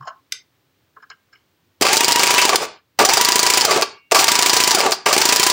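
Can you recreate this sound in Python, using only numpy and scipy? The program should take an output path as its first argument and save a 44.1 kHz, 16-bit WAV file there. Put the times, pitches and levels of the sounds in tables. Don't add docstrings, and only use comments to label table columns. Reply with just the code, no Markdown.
import sys
import numpy as np
from scipy import signal
from scipy.io import wavfile
from scipy.ndimage import uniform_filter1d

SR = 44100
rng = np.random.default_rng(int(sys.argv[2]) if len(sys.argv) > 2 else 0)


def int16_out(signal):
    q = np.round(np.clip(np.atleast_2d(signal).T, -1, 1) * 32767)
    wavfile.write(sys.argv[1], SR, q.astype(np.int16))


N = 243431

# frequency in Hz, level in dB.
ROOM_COLOUR = [(18, -61), (30, -38), (93, -3.5), (232, -15), (271, -10), (424, -15), (735, -20),
               (860, -19.5), (1010, -19.5), (3940, -23.5), (11500, -37), (15800, -24.5)]
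# frequency in Hz, seconds to fade by 60 dB.
ECHO_TIMES = [(150, 0.42), (400, 0.24), (1040, 0.3), (2760, 0.31), (7280, 0.21), (14000, 0.12)]
# time in seconds, pitch in Hz, level in dB.
HUM_PATH = [(0, 138, -56), (.008, 132, -39), (.048, 146, -49), (.062, 145, -81)]
# start in seconds, level in dB, centre frequency in Hz,
# hollow low part in dB, treble in dB, fade time in seconds.
HAND_TAPS = [(.006, -37, 1100, -55, -26.5, 0.0016), (0.019, -38.5, 1140, -51, -25.5, 0.013),
             (.048, -42.5, 850, -40, -20, 0.017), (0.067, -29.5, 1150, -53, -29, 0.021),
             (0.072, -27, 820, -49, -21, 0.0048), (.33, -46, 1500, 2, -23, .012),
             (0.962, -37.5, 1240, -5, -36, 0.0064), (0.997, -50, 1400, -33, -24, 0.003),
             (1.021, -39, 1496, -20.5, -25, 0.01), (1.099, -34.5, 1460, -8.5, -13, 0.0023),
             (1.107, -36, 1870, -31, -30, 0.013), (1.324, -43, 1730, -6, -17.5, 0.011),
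             (1.346, -45, 1930, -28, -24, 0.036)]
# frequency in Hz, width in Hz, level in dB.
HOUSING_RINGS = [(426, 45, -3.5), (720, 66, -17), (797, 280, 11.5), (1066, 92, 7.5), (1310, 250, 5.5),
                 (1613, 77, 2), (2170, 260, 1.5), (3000, 290, -0.5), (2980, 280, 7), (4320, 440, 9.5),
                 (5200, 320, 12), (6050, 220, -3), (6830, 760, 7)]
# start in seconds, level in dB, fade time in seconds.
LATCH_SNAPS = [(0.3216, -5, 0.0024), (0.325, -36, 0.0029), (0.34, -54.5, 0.0025)]
# frequency in Hz, level in dB.
LATCH_COLOUR = [(180, -51), (300, -21), (812, -46), (1550, -6), (1830, -22.5), (2020, -3), (2860, -13.5),
                (3160, -5), (6350, -6), (12100, -25.5), (15800, -26.5)]
# pitch in Hz, level in dB, seconds to fade by 60 dB.
BLADE_NOTES = [(2234, 0, .9), (2719, -8, .6), (2778, -3, 1.1), (4064, -10, .4)]
# start in seconds, level in dB.
RING_STARTS = [(3.82, -39)]
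# frequency in Hz, width in Hz, level in dB.
BODY_RINGS = [(403, 71, 5), (751, 190, -3), (1162.5, 31, 2.5), (1620, 34, -1.5), (2220, 170, -35),
              (3170, 36, -31), (3085, 19, -2.5), (5130, 220, -23), (5730, 24, -48), (5940, 76, -0.5),
              (7140, 720, -4.5)]
# start in seconds, level in dB, centre and width in Hz, fade time in seconds.
START_CLUNKS = [(1.818, -13, 390, 403, 0.011), (2.996, 5.5, 784, 1110, 0.01), (3.005, 0.5, 480, 400, 0.016),
                (4.118, 10, 740, 504, 0.0053), (4.155, 3, 1120, 300, 0.019), (5.06, -4, 714, 910, 0.012),
                (5.095, -17, 1140, 392, 0.023)]
# switch-on, switch-off and standstill in seconds, full-speed pitch in Hz,
# speed-up and slow-down times in seconds, upward drift in Hz per second, whine level in dB,
# extra for the whine's third tone in dB, scrape level in dB.
MOTOR_RUNS = [(1.81, 2.456, 2.66, 931.7, .07, 0.13, 96, -19.5, 8.5, -19.5),
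              (2.99, 3.608, 3.83, 973.3, 0.072, .17, 40.8, -19.5, 1, -18.5),
              (4.112, 4.713, 4.93, 990, .085, .165, 20, -20.5, 3.5, -18.5),
              (5.057, 5.57, 5.7, 977, 0.087, 0.22, 76, -21.5, -3, -19.5)]
# multiple of the gear pitch, level in dB.
GEAR_TONES = [(1, -0.5), (2, -3.5), (3, -14)]
# frequency in Hz, level in dB.
CASING_COLOUR = [(250, -17), (600, -2.5), (1200, 4), (1600, -10), (2500, 2), (2950, 0)]
# frequency in Hz, level in dB.
SCRAPE_COLOUR = [(30, -44.5), (150, -13.5), (390, -9), (700, -9.5), (1400, -4.5), (2200, -3), (3700, -4),
                 (4900, -4), (8500, -11.5), (13300, -31), (15000, -22), (15800, -18.5)]
# time in seconds, stroke end (0 or 1), blow level in dB,
# weight (the level of the lower rings) in dB, rattle time in seconds.
BLADE_BLOWS = [(1.8128, 0, -3, -29, 0.0017), (1.8207, 0, -1.5, -7.5, .012), (1.8492, 0, -15.5, -13, 0.017),
               (1.8664, 1, -7, -9.5, 0.0067), (1.8845, 1, -12, -13.5, 0.0072),
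               (1.9289, 0, -3.5, -12.5, 0.016), (1.9561, 0, -29, -21, 0.0026), (1.9684, 1, 3, -18, 0.0058),
               (2.0065, 0, -0.5, -11.5, 0.0073), (2.0313, 0, -19, -16, 0.016), (2.0445, 1, 2.5, -10, .0065),
               (2.0806, 0, -5, -13, 0.012), (2.1201, 1, 3.5, -9.5, 0.0054), (2.1583, 0, -1, -10.5, 0.0063),
               (2.1944, 1, -5, -8.5, 0.0045), (2.2206, 1, -14, -30, 0.0031), (2.2314, 0, -2, -10.5, 0.012),
               (2.2687, 1, 0.5, -8, 0.0025), (2.3045, 0, -4, -12, 0.014), (2.3406, 1, -1, -6.5, 0.0028),
               (2.379, 0, -5.5, -13, 0.022), (2.4152, 1, -11.5, -20, 0.013), (2.4512, 0, -1, -11, 0.0083),
               (2.4922, 1, -1.5, -3.5, 0.0058), (2.5308, 0, -19, -13, 0.01), (2.557, 0, 7.5, -12, 0.0065),
               (2.616, 0, -25, -25.5, 0.036), (2.9889, 0, -7, -7, 0.043), (2.9984, 0, -22.5, -12, .007),
               (3.0266, 0, -29, -28, 0.0037), (3.049, 0, 5.5, -10, .011), (3.088, 1, -11, -11.5, 0.026),
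               (3.134, 0, 0.5, -16, 0.012), (3.17, 1, -3.5, -7, 0.011), (3.2102, 0, 2.5, -9, 0.013),
               (3.248, 1, 2, -19, 0.005), (3.286, 0, 2, -10, .0075), (3.3199, 1, 1, -9, 0.0058),
               (3.3563, 0, 2.5, -29, 0.0085), (3.3917, 1, 1.5, -9.5, 0.0073), (3.4294, 0, -1, -14, 0.0087),
               (3.464, 1, -3, -13, 0.0092), (3.5, 0, 2, -10, 0.0096), (3.5358, 1, -3, -15, 0.0079),
               (3.5722, 0, -0.5, -12.5, 0.013), (3.6087, 1, -1.5, -17, 0.0075), (3.6485, 0, 1.5, -11, 0.01),
               (3.692, 0, -24, -15, 0.0049), (3.708, 1, -13.5, -15.5, 0.017),
               (3.7595, 0, -20, -19.5, 0.0086), (3.774, 0, -16, -29, 0.004), (3.821, 1, -12.5, -12, 0.0076),
               (4.1183, 0, 6, 3.5, 0.01), (4.145, 0, -0.5, -4, 0.03), (4.1878, 0, -5, -19, 0.03),
               (4.242, 0, 6.5, -25, 0.0049), (4.2803, 1, -2, -8, 0.014), (4.3162, 0, -1, -27, 0.01),
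               (4.3533, 1, -0.5, -10.5, 0.0078), (4.3887, 0, -0.5, -11, 0.0092),
               (4.4238, 1, 3.5, -15, 0.0046), (4.4593, 0, -2, -12.5, 0.015), (4.4948, 1, 1, -12, 0.0059),
               (4.5311, 0, -3, -15, 0.013), (4.565, 1, -4, -16, 0.011), (4.6016, 0, -4, -16, 0.012),
               (4.6367, 1, 0, -15, .0062), (4.674, 0, -2, -15, 0.011), (4.7078, 1, -3.5, -12.5, 0.0088),
               (4.7467, 0, -1, -10, 0.012), (4.783, 0, -15, -29, 0.017), (4.804, 1, -2.5, -6.5, 0.0047),
               (4.8617, 0, -14.5, -12, 0.0073), (4.9187, 1, -15, -19, 0.012), (5.0605, 0, -8, -6.5, 0.018),
               (5.0841, 0, -14, -15.5, 0.021), (5.1273, 0, -2.5, -7.5, 0.019), (5.1643, 0, 0, -2, 0.0034),
               (5.178, 0, -3.5, -23, 0.0098), (5.2148, 1, -2.5, -11, 0.008), (5.253, 0, 0, -22, 0.0096),
               (5.2885, 1, -5.5, -15, 0.0092), (5.3235, 0, -0.5, -9, 0.013), (5.3599, 1, 2.5, -16, 0.0056),
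               (5.3958, 0, -3.5, -18, 0.011), (5.4294, 1, -4, -19, 0.0087), (5.465, 0, -1.5, -13, 0.011),
               (5.4988, 1, -2, -33, 0.007)]
# frequency in Hz, level in dB.
BLOW_COLOUR = [(30, -39.5), (120, -17), (300, -13.5), (600, -13), (1400, -10.5), (2200, -7.5), (3700, -6.5),
               (4900, -4.5), (9000, -9), (13500, -24), (15000, -7), (15800, -16.5)]
# dB added to the gearbox thump, cover clunk, bar knock and tooth ring.
END_COLOURS = [(-13, 0.5, 1.2, -9.5), (-22, 3, 0.77, -1.5)]
SLOW_DB, SCATTER_DB = (0.3, 1.5, -6, 5.5), (0.8, 0.83, 3.9, 1.5)
# frequency in Hz, width in Hz, level in dB.
RATTLE_RINGS = [(910, 930, 10.7), (2390, 840, 12.74), (4765, 1040, 13.3)]

START_HZ = 273.6
WOBBLE, COAST_WOBBLE = 0.012, 0.031
LOAD_S, LOAD_SAG, LOAD_DB = 0.011, 0.035, -8
RISE_S = (0.003, 0.0014)
PIN_LEAD_S, BOUNCE_S, PING_HZ = 0.009, 0.006, 1161.6


def gain_of(db):
    return 10 ** (np.asarray(db) / 20)


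def evened(x):
    return x / np.sqrt(np.mean(x ** 2) + 1e-20)


def read(points, hz):
    freqs, values = np.transpose(points)
    return np.interp(np.log(hz + 1), np.log(freqs + 1), values)


def add(mix, start, sound):
    part = mix[round(start * SR):][:len(sound)]
    part += sound[:len(part)]


def coloured(x, points):
    log_gain = np.log(gain_of(read(points, abs(np.fft.fftfreq(8192, 1 / SR)))))
    taps = np.fft.ifft(np.exp(np.conj(signal.hilbert(log_gain)))).real[:4096]
    return signal.oaconvolve(x, taps / np.linalg.norm(taps))[:len(x)]


def resonate(x, hz, *widths):
    for width in widths:
        x = signal.lfilter(*signal.iirpeak(hz, hz / width, SR), x)
    return x


def burst(t, fade_s):
    return rng.standard_normal(len(t)) * np.exp(-t / fade_s)


def room_tone():
    return gain_of(-53.5) * coloured(rng.standard_normal(N), ROOM_COLOUR)


def wall_echo(x):
    echoes = np.zeros(SR // 2)
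    slots = np.arange(200, len(echoes) - 20, 20)
    echoes[slots + rng.integers(0, 20, len(slots))] = rng.choice([-1., 1.], len(slots))
    hz, t, spectrum = signal.stft(echoes, SR, nperseg=256)
    fade = gain_of(-60 * t / read(ECHO_TIMES, hz)[:, None])
    tail = signal.istft(spectrum * fade, SR, nperseg=256)[1]
    return signal.fftconvolve(x, tail / np.linalg.norm(tail))[:N]


def low_hum():
    times, hz, db = np.transpose(HUM_PATH)
    t, out = np.arange(0, times[-1], 1 / SR), np.zeros(N)
    cycles = np.cumsum(np.interp(t, times, hz)) / SR
    add(out, 0, gain_of(np.interp(t, times, db)) * np.sin(2 * np.pi * cycles))
    return out


def hand_taps():
    t, out = np.arange(3000) / SR, np.zeros(N)
    for start, tap_db, centre_hz, hollow_db, treble_db, fade_s in HAND_TAPS:
        scuff = burst(t, fade_s) * np.minimum(t / 0.0081, 1)
        colour = sorted([(450, hollow_db), (max(centre_hz / 2, 711), -25.5), (centre_hz, 0),
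                         (2 * centre_hz, -21.5), (4000, treble_db)])
        for hz, width, db in HOUSING_RINGS:
            ring = resonate(scuff, hz, width, 2 * width, 3 * width)
            add(out, start, gain_of(tap_db + db + read(colour, hz)) * ring / abs(ring).max())
    return out


def latch():
    t, out = np.arange(2000) / SR, np.zeros(N)
    for start, db, fade_s in LATCH_SNAPS:
        add(out, start, gain_of(db) * burst(t, fade_s) * np.minimum(t / 0.003, 1))
    return coloured(out, LATCH_COLOUR)


def blade_ring():
    t, out = np.arange(SR // 2) / SR, np.zeros(N)
    for start, blow_db in RING_STARTS:
        for hz, db, ring_s in BLADE_NOTES:
            note = np.sin(2 * np.pi * (hz * t + rng.random()))
            add(out, start, gain_of(blow_db + db - 60 * t / ring_s) * note)
    return out


def trimmer_body(x):
    return x + sum(gain_of(db) * resonate(x, hz, width) for hz, width, db in BODY_RINGS)


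def start_clunks():
    t, out = np.arange(3000) / SR, np.zeros(N)
    for start, db, hz, width, fade_s in START_CLUNKS:
        jolt = burst(t, fade_s) * np.minimum(t / 0.0034, 1)
        clunk = resonate(jolt, hz, width, 2 * width)
        add(out, start, gain_of(db) * clunk / abs(clunk).max())
    return out


def gear_pitch(t, on, off, full_hz, spin_s, coast_s, drift):
    driven_s = np.clip(t, on, off) - on
    shortfall_hz = (full_hz - START_HZ) * np.exp(-(driven_s / spin_s) ** 1.35)
    return (full_hz + drift * driven_s - shortfall_hz) * np.exp(-np.maximum(t - off, 0) / coast_s)


def gear_strain():
    age, out = np.arange(4000) / SR / LOAD_S, np.zeros(N + SR)
    for start, end, *_ in BLADE_BLOWS:
        add(out, start - LOAD_S, end * age * np.exp(1 - age))
    return out


def whine_and_scrape():
    whine, rubbing, strains = np.zeros(N), np.zeros(N), gear_strain()
    for on, off, still, full_hz, spin_s, coast_s, drift, whine_db, third_db, scrape_db in MOTOR_RUNS:
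        t = np.arange(on, still, 1 / SR)
        hz = gear_pitch(t, on, off, full_hz, spin_s, coast_s, drift)
        slow = np.clip(1 - hz / full_hz, 0, 1)
        coasting = np.clip((t - off) / 0.02, 0, 1)
        strain = strains[round(on * SR):][:len(t)]
        wobble, flutter = uniform_filter1d(rng.standard_normal((SR, 2)), size=200, axis=0)[:len(t)].T
        wobble = (WOBBLE + (COAST_WOBBLE - WOBBLE) * coasting) * evened(wobble)
        cycles = np.cumsum(hz * (1 - LOAD_SAG * strain + wobble)) / SR
        tone = np.zeros(len(t))
        for multiple, db in GEAR_TONES:
            db += (multiple == 3) * third_db + read(CASING_COLOUR, multiple * hz)
            db -= (multiple == 1) * 5.5 * slow
            tone += gain_of(db) * np.sin(2 * np.pi * multiple * cycles)
        chatter = rng.standard_normal(SR)[:len(t)] * np.exp(-(cycles % 1) / 0.37)
        chatter = evened(resonate(chatter, 580, 500, 1000))
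        gears = gain_of(LOAD_DB * strain) * tone + gain_of(-6.5) * 2 * slow * chatter
        fade_in, fade_out = np.clip((t - on) / 0.016, 0, 1), np.clip((still - t) / 0.093, 0, 1)
        add(whine, on, gain_of(whine_db + 3.74 * evened(flutter)) * gears * fade_in * fade_out)
        rub_db = scrape_db + 2 * np.log2(hz / full_hz)
        add(rubbing, on, gain_of(rub_db) * fade_out * np.clip((t - on) / 0.0017, 0, 1))
    grit = gain_of(0.81 * evened(uniform_filter1d(rng.standard_normal(N), 90)))
    return whine, coloured(rubbing * evened(grit * rng.standard_normal(N)), SCRAPE_COLOUR)


def blade_clacks():
    t = np.arange(2000) / SR
    rattles, pushes, cracks = np.zeros((4, N)), np.zeros((2, N)), np.zeros(N)
    for start, end, blow_db, weight_db, rattle_s in BLADE_BLOWS:
        nearest_run = min(MOTOR_RUNS, key=lambda run: abs(start - (run[0] + run[2]) / 2))
        on, off, _, full_hz, spin_s, coast_s, drift, *_ = nearest_run
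        slow = 1 - gear_pitch(start, on, off, full_hz, spin_s, coast_s, drift) / full_hz
        colour_db = END_COLOURS[end] + slow * np.array(SLOW_DB) + SCATTER_DB * rng.standard_normal(4)
        thump_db, *rings_db = colour_db + [0.44 * blow_db, weight_db, weight_db, blow_db]
        rise_s = RISE_S[end]
        shape = np.exp(-(t / rattle_s) ** 1.555) * np.minimum(t / rise_s, 1) ** 2
        if end == 1:
            late = np.maximum(t - BOUNCE_S, 0)
            shape = shape ** 2 + gain_of(-7) * np.exp(-late / rattle_s) * np.minimum(late / rise_s, 1)
        roughness = gain_of(1.3 * evened(uniform_filter1d(rng.standard_normal(len(t)), 60)))
        for track, db in zip(rattles, [blow_db, *rings_db]):
            hits = shape * roughness * rng.standard_normal(len(t))
            hits *= np.linalg.norm(shape) / np.linalg.norm(hits)
            add(track, start - rise_s / 2, gain_of(db) * hits)
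        pin_tick = end * gain_of(-11 + blow_db / 2) * burst(t, 0.003)
        add(rattles[0], start - PIN_LEAD_S, pin_tick)
        add(pushes[end], start, gain_of(thump_db) * t / 0.00069 * np.exp(-t / 0.00057))
        add(cracks, start, gain_of(blow_db) * burst(t, 0.0022))
    steel = gain_of(-1) * coloured(rattles[0], BLOW_COLOUR)
    crack = gain_of(-11) * resonate(cracks, 10500, 4500)
    thump = gain_of(20.5) * resonate(resonate(pushes.sum(0), 433, 300), 300, 350)
    ping = gain_of(44) * resonate(pushes[1], PING_HZ, 53, 300)
    rings = sum(gain_of(db) * resonate(track, hz, width, 2 * width)
                for track, (hz, width, db) in zip(rattles[1:], RATTLE_RINGS))
    return steel + crack + thump + ping + rings


def scene():
    near = gain_of(13.5)
    whine, scrape = whine_and_scrape()
    whine = near * trimmer_body(whine)
    clatter = near * trimmer_body(scrape + blade_clacks() + start_clunks())
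    handling = hand_taps() + low_hum() + latch()
    echo = wall_echo(gain_of(-13.5) * whine + gain_of(-16) * clatter + gain_of(-10.5) * handling)
    return np.tile(room_tone() + echo + handling + blade_ring() + whine + clatter, (2, 1))


def reduce_noise(x):
    spectrum = signal.stft(x, nperseg=512, noverlap=384)[2]
    power = uniform_filter1d(uniform_filter1d(abs(spectrum) ** 2, size=7, axis=0), size=5, axis=1)
    quiet = np.percentile(power, 15, axis=1, keepdims=True)
    kept_power = np.maximum(1 - 5.9 * quiet / (power + 1e-20), gain_of(-21.5))
    return signal.istft(spectrum * np.sqrt(kept_power), nperseg=512, noverlap=384)[1][:N]


def cut_treble(x, hz, length, beta):
    return signal.oaconvolve(x, signal.firwin(length, hz, window=("kaiser", beta), fs=SR)[None], "same")


def limiter(x, threshold_db=-14, release_s=0.14):
    level_db = 10 * np.log10(abs(uniform_filter1d(x[0] ** 2, size=180, origin=-60)) + 1e-12)
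    over_db = np.maximum(level_db - threshold_db, 1e-3)
    fade = np.arange(N) / SR / release_s
    held_db = np.exp(np.maximum.accumulate(np.log(over_db) + fade) - fade)
    return x / gain_of(0.8 * uniform_filter1d(held_db, size=160))


def record(dry):
    cleaned = np.array([reduce_noise(channel) for channel in dry])
    squeezed = limiter(cut_treble(cleaned, hz=15900, length=401, beta=7))
    rounded = squeezed / (1 + squeezed ** 6) ** (1 / 6)
    return cut_treble(rounded, hz=17065, length=511, beta=9)


dry = scene()
out = record(dry)
int16_out(out)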